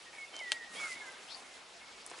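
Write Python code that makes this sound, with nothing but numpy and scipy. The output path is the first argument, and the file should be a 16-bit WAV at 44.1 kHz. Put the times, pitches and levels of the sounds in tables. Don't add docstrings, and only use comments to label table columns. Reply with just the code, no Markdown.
import sys
import numpy as np
from scipy import signal
from scipy.io import wavfile

SR = 44100
rng = np.random.default_rng(int(sys.argv[2]) if len(sys.argv) > 2 else 0)


def volts_from_db(level):
    exponent = np.asarray(level, float) / 20
    return 10 ** exponent


def master(y):
    cut = np.clip(np.atleast_2d(y).T, -1, 1)
    pcm = np.round(cut * 32767)
    wavfile.write(sys.argv[1], SR, pcm.astype(np.int16))


N = 97020


def rms_one(x):
    return x / np.sqrt(np.mean(x ** 2) + 1e-20)


def in_time(rows):
    s, *columns = np.transpose(rows)
    return [np.interp(np.arange(N) / SR, s, column) for column in columns]


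def at_hz(points, hz):
    point_hz, value = np.transpose(points)
    return np.interp(np.log(hz), np.log(point_hz), value)


def drift(rate_hz):
    pole = np.exp(-80 * np.pi * rate_hz / SR)
    white = rng.standard_normal(N // 40 + 2002)
    slow = signal.lfilter([1], [1, -2 * pole, pole * pole], white)[2000:]
    return np.interp(np.arange(N) / 40, np.arange(len(slow)), rms_one(slow))


def ring(clicks, hz, t60):
    pole, turn = volts_from_db(-60 / (t60 * SR)), 2 * np.pi * hz / SR
    resonance = [1, -2 * pole * np.cos(turn), pole * pole]
    return signal.lfilter([.5, 0, -.5], resonance, clicks + 1e-18) * 2


def bandpass(x, order, low_hz, high_hz):
    return signal.sosfilt(signal.butter(order, [low_hz, high_hz], "band", fs=SR, output="sos"), x)


def pan(x, db):
    return x * volts_from_db(np.array([[db / 2], [-db / 2]]))


def banded(source, spectrum, patchy_db):
    # f/Hz, likeness [0..1]
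    likeness = [(60, 0.97), (170, 0.94), (490, 0.9), (1410, 0.5), (4060, 0.74), (11600, 1)]
    edges = 22 * 2 ** np.arange(0, 9.6, .5)
    together = drift(6)
    out = 0
    for k, (low, high) in enumerate(zip(edges, edges[1:])):
        hz = np.sqrt(low * high)
        if spectrum[0][0] * .7 < hz < spectrum[-1][0] * 1.3:
            mid, side = bandpass(source[k % 2], 2, low, high)
            alike = np.clip(at_hz(likeness, hz), 0, 1)
            flicker_db = patchy_db * (0.68 * together + drift(15.2))
            gain = volts_from_db(at_hz(spectrum, hz) + flicker_db)
            out = out + gain * (np.sqrt(1 + alike) * mid + np.sqrt(1 - alike) * side * [[1], [-1]])
    return rms_one(out)


def grains(per_s, spread_db):
    shape = (2, 2, N)
    hits = rng.random(shape) < per_s / SR
    size = volts_from_db(spread_db * np.minimum(rng.exponential(1, shape), 5))
    return hits * size * rng.choice([-1, 1], shape)


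def soil():
    # t/s, crumb hiss level/dB, dull push level/dB
    hand = [(0, -63, -63), (.3, -62.5, -61), (.35, -58.5, -52.5), (.42, -59.5, -56.5), (.47, -61, -56.5),
            (.69, -66.5, -64), (.75, -48, -49), (.86, -49, -51), (.93, -49.5, -53.5), (.97, -56.5, -52),
            (1.03, -57.5, -53.5), (1.2, -59, -54.5), (1.45, -58.5, -56.5), (1.7, -66.5, -61),
            (2.03, -65.5, -64), (2.1, -60.5, -55), (2.2, -56.5, -55)]
    # f/Hz, level/dB per Hz
    crumbs = [(1470, -25), (2500, -5.5), (3290, -15.5), (4980, -8.5), (10300, -14), (11300, -16),
              (11500, -38), (15000, -68), (22000, -120)]
    # f/Hz, level/dB per Hz
    push_colour = [(90, -26), (170, -11.5), (450, -4.5), (1000, -3.5), (1800, -4.5), (3500, -8)]
    hiss_db, push_db = in_time(hand)
    hiss = volts_from_db(hiss_db) * banded(grains(4500, spread_db=2), crumbs, patchy_db=1.33)
    push = volts_from_db(push_db) * banded(grains(2500, spread_db=1.5), push_colour, patchy_db=1.5)
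    return pan(hiss, -1.5) + push


def ticks():
    # t/s, peak level/dB, f/Hz, ring/s
    grit = [(.3425, -39.5, 1510, 0.0023), (.356, -37, 5470, .004), (.411, -44.5, 564, 0.012),
            (.752, -45, 565, 0.045), (.3655, -29, 5460, 0.0042), (.392, -44.5, 870, 0.013),
            (.391, -34, 4870, 0.0037), (0.3938, -36.5, 5370, 0.0017), (.4035, -41, 8600, .002),
            (.435, -41, 6960, .002), (1.121, -41, 9450, 0.0029), (2.0639, -27.5, 9800, 0.0058),
            (2.0641, -43, 1330, 0.0086), (2.075, -35, 8550, 0.0042), (2.1005, -37, 9040, .002),
            (2.107, -39, 7150, 0.007), (2.1145, -36.5, 960, 0.025), (2.1145, -40, 1900, 0.0085),
            (2.115, -47, 420, 0.013), (2.142, -43.5, 1000, .02), (2.19, -40, 2400, .006),
            (2.1138, -38, 4300, 0.0087), (2.1375, -40.5, 1410, 0.0067), (2.181, -51.5, 464, 0.033),
            (2.187, -36.5, 7960, 0.0018)]
    out, t = np.zeros(N + SR), np.arange(1024) / SR
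    for s, db, hz, ring_s in grit:
        strike = rng.standard_normal(1024) + 8.3 * (t == 0)
        dying = strike * volts_from_db(-60 * t / (2.07 * ring_s))
        burst = bandpass(dying, 2, hz / 1.38, min(hz * 1.33, 10300))
        out[int(s * SR):][:1024] += volts_from_db(db) * burst / np.abs(burst).max()
    return out[:N]


def snap():
    # t/s, peak level/dB
    cracks = [(.5188, -18), (.5192, -10.5), (.5199, -22), (.5212, -21), (.5225, -21), (.5229, -25),
              (.5254, -29), (.5262, -26), (.5268, -26), (.5276, -27), (.5285, -29), (.5295, -30),
              (.5315, -34), (.534, -34)]
    # f/Hz, level/dB, t60/s
    modes = [(613, -31.5, 0.024), (870, -35, 0.027), (1650, -19, 0.0063), (2390, -16.5, 0.0056),
             (3100, -7, 0.0037), (4170, -7, 0.0023), (6260, -14.5, 0.0044), (8360, -17, 0.0043),
             (9400, -38, 0.0051)]
    debris_db, debris_t60_s = -39.5, 0.14
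    s, db = np.transpose(cracks)
    main = np.arange(len(s)) == 1
    ringing = 0
    for hz, level_db, t60 in modes:
        luck = rng.normal(0, 1, len(s))
        clicks = np.zeros(N)
        clicks[(s * SR).astype(int)] = volts_from_db(db + level_db - 3.5) * np.where(main, 1, luck)
        ringing = ringing + ring(clicks, hz, t60)
    ringing = bandpass(ringing, 2, 483, 9800)
    since = np.arange(N) / SR - s[1]
    scatter = bandpass(rng.standard_normal(N), 1, 1500, 8000)
    fade = volts_from_db(debris_db - 60 * np.abs(since) / debris_t60_s) * (since > 0)
    return ringing + fade * scatter


def rubs():
    # start t/s, length/s, rate/Hz, level/dB
    judders = [
        (0.852, .03, 70, -57.5),
        (.795, 0.088, 73, -56.5),
        (.128, .055, 100, -58.5),
        (0.7, .045, 44.7, -64.5),
        (1.345, .09, 96, -63.5),
        (1.02, .07, 80, -65),
        (.328, .05, 60, -58.5),
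    ]
    # f/Hz, t60/s
    walls = [
        [(1350, 0.035), (1450, 0.045)],
        [(1285, 0.046), (1380, 0.052), (1560, 0.023)],
        [(1850, 0.018), (2250, 0.025)],
        [(198, 0.071)],
        [(800, 0.025), (1030, 0.031)],
        [(990, 0.06)],
        [(620, 0.037)],
    ]
    out = 0
    for (s, length, rate, db), wall in zip(judders, walls):
        timing, strength = rng.normal(0, 1, (2, 16))
        at = (np.arange(16) + 0.2004 * timing + 0.314) / rate
        inside = at < length
        clicks = np.zeros(N)
        clicks[((s + at[inside]) * SR).astype(int)] = volts_from_db(db + 2 * strength[inside])
        for hz, t60 in wall:
            soft_contact = ring(clicks, hz, 7.1 / hz)
            out = out + ring(soft_contact, hz, t60) * hz / 25000
    return out


def whistle(hz, db, start, length):
    since = np.arange(N) / SR - start
    edge = np.clip(np.minimum(since, length - since) / .01, 0, 1)
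    tone = np.sin(2 * np.pi * np.cumsum(hz) / SR)
    return np.sqrt(2) * volts_from_db(db) * np.sin(edge * np.pi / 2) ** 2 * tone


def yard(near):
    t60_s, wall_s, wall_spread_s, width = .6, 0.153, 0.0097, 0.43
    lag = np.arange(SR // 2) / SR
    scatter = volts_from_db(-60 * lag / t60_s) * (lag > .01)
    wall = np.exp(-.5 * ((lag - wall_s) / wall_spread_s) ** 2)
    shape = volts_from_db(-14) * scatter / np.linalg.norm(scatter) + volts_from_db(-15.5) * wall / np.linalg.norm(wall)
    mid, side = rng.standard_normal((2, len(lag))) * shape
    response = np.array([mid + width * side, mid - width * side])
    return signal.fftconvolve(near[None], response, axes=1)[:, :N]


def songbirds():
    # t/s, f/Hz, level/dB
    whistles = [
        [(.392, 2340, -52), (.406, 2212, -42.5), (.424, 2025, -44.5), (.46, 1965, -46), (.49, 1923, -43.5),
         (.56, 1900, -46.5), (.6, 1865, -53.5), (.63, 1833, -49), (.66, 1780, -60)],
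        [(.758, 2128, -52), (.785, 2275, -46.5), (.815, 2240, -42.5), (.844, 2184, -38), (.865, 2133, -43.5),
         (.89, 2080, -52), (.92, 2040, -42), (.95, 1970, -50)],
        [(.318, 3157, -69), (.34, 3100, -51.5), (.388, 3100, -48.5), (.398, 2970, -48.5), (.412, 2750, -56)],
    ]
    # start t/s, length/s, first f/Hz, last f/Hz,
    # level/dB
    notes = [(.055, .052, 1885, 1850, -57), (.178, .08, 2230, 2160, -45.5), (.25, .055, 2530, 2580, -63),
             (.24, .055, 2660, 2790, -66), (.275, .025, 3560, 3500, -62), (.385, .07, 3095, 3095, -61),
             (.468, .03, 3510, 3490, -60), (.67, .102, 1900, 1842, -54), (.75, .055, 3140, 3440, -52.5),
             (.555, .04, 2130, 1990, -56), (.6, .05, 1985, 1925, -54), (.905, .035, 2170, 2200, -56),
             (.945, .035, 2180, 2200, -55), (.95, .03, 2030, 2020, -58), (1.0, .04, 2130, 2160, -48.5),
             (1.012, .07, 1730, 1570, -54), (1.05, .055, 2060, 2035, -54), (1.075, .04, 1560, 1600, -54),
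             (1.12, .04, 1580, 1550, -57), (1.43, .15, 2160, 2030, -65), (1.747, .04, 690, 680, -60),
             (1.805, .05, 2140, 2210, -58), (1.868, .048, 2150, 2240, -59), (1.92, .055, 2200, 2240, -66),
             (1.975, .045, 4600, 4550, -68), (2.135, .025, 4330, 4400, -61), (2.152, .045, 4750, 4950, -63),
             (2.165, .025, 4350, 4330, -67)]
    near = 0
    for path in whistles:
        start, end = path[0][0], path[-1][0]
        near = near + whistle(*in_time(path), start, end - start)
    for s, length, first_hz, last_hz, db in notes:
        glide = np.interp(np.arange(N) / SR, [s, s + length], [first_hz, last_hz])
        near = near + whistle(glide, db + 1.5 * drift(26), s, length)
    return pan(near, -1.6) + yard(near)


def rasp():
    # t/s, f/Hz, level/dB
    strands = [
        [(1.275, 2595, -66), (1.295, 3300, -57), (1.31, 3550, -52), (1.335, 3850, -58), (1.35, 4050, -68)],
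        [(1.298, 4020, -60), (1.315, 4250, -52.5), (1.335, 4430, -52), (1.352, 4600, -51.5),
         (1.368, 4450, -59.5), (1.425, 4400, -75)],
        [(1.3, 5000, -63), (1.315, 5250, -57), (1.35, 5300, -62), (1.36, 5330, -68)],
    ]
    width_hz, beats_hz = 230, 260
    t, out = np.arange(N) / SR, 0
    narrow = signal.butter(2, width_hz, fs=SR, output="sos")
    throb = 1 + .5 * np.sin(2 * np.pi * beats_hz * t)
    for strand in strands:
        hz, db = in_time(strand)
        rough = signal.sosfilt(narrow, rng.standard_normal((2, N)))
        phase = 2 * np.pi * np.cumsum(hz) / SR
        band = rms_one(rough[0] * np.cos(phase) + rough[1] * np.sin(phase)) * throb
        sounding = (t > strand[0][0]) & (t < strand[-1][0])
        out = out + volts_from_db(db) * band * sounding
    return pan(out, 8.5)


def distant_air():
    # f/Hz, level/dB per Hz
    air_colour = [(15, -44), (25, -9.5), (123, -15), (399, -4.5), (907, -2), (1030, -3.5), (4570, -6),
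                  (10600, -20), (11500, -34), (15000, -65), (22000, -120)]
    return volts_from_db(-55.5) * banded(rng.standard_normal((2, 2, N)), air_colour, patchy_db=1.59)


def scene():
    hand = soil() + pan(ticks(), 1.0) + pan(snap(), 2.4) + pan(rubs(), -0.88)
    return hand + songbirds() + rasp() + distant_air()


def low_pass(x):
    return signal.sosfilt(signal.butter(12, 12230, fs=SR, output="sos"), x)


def record(dry):
    cut = signal.sosfilt(signal.cheby2(20, 40, 11250, fs=SR, output="sos"), dry)
    mix = signal.sosfilt(signal.butter(3, 38, "high", fs=SR, output="sos"), cut)
    return low_pass(mix)


dry = scene()
out = record(dry)
master(out)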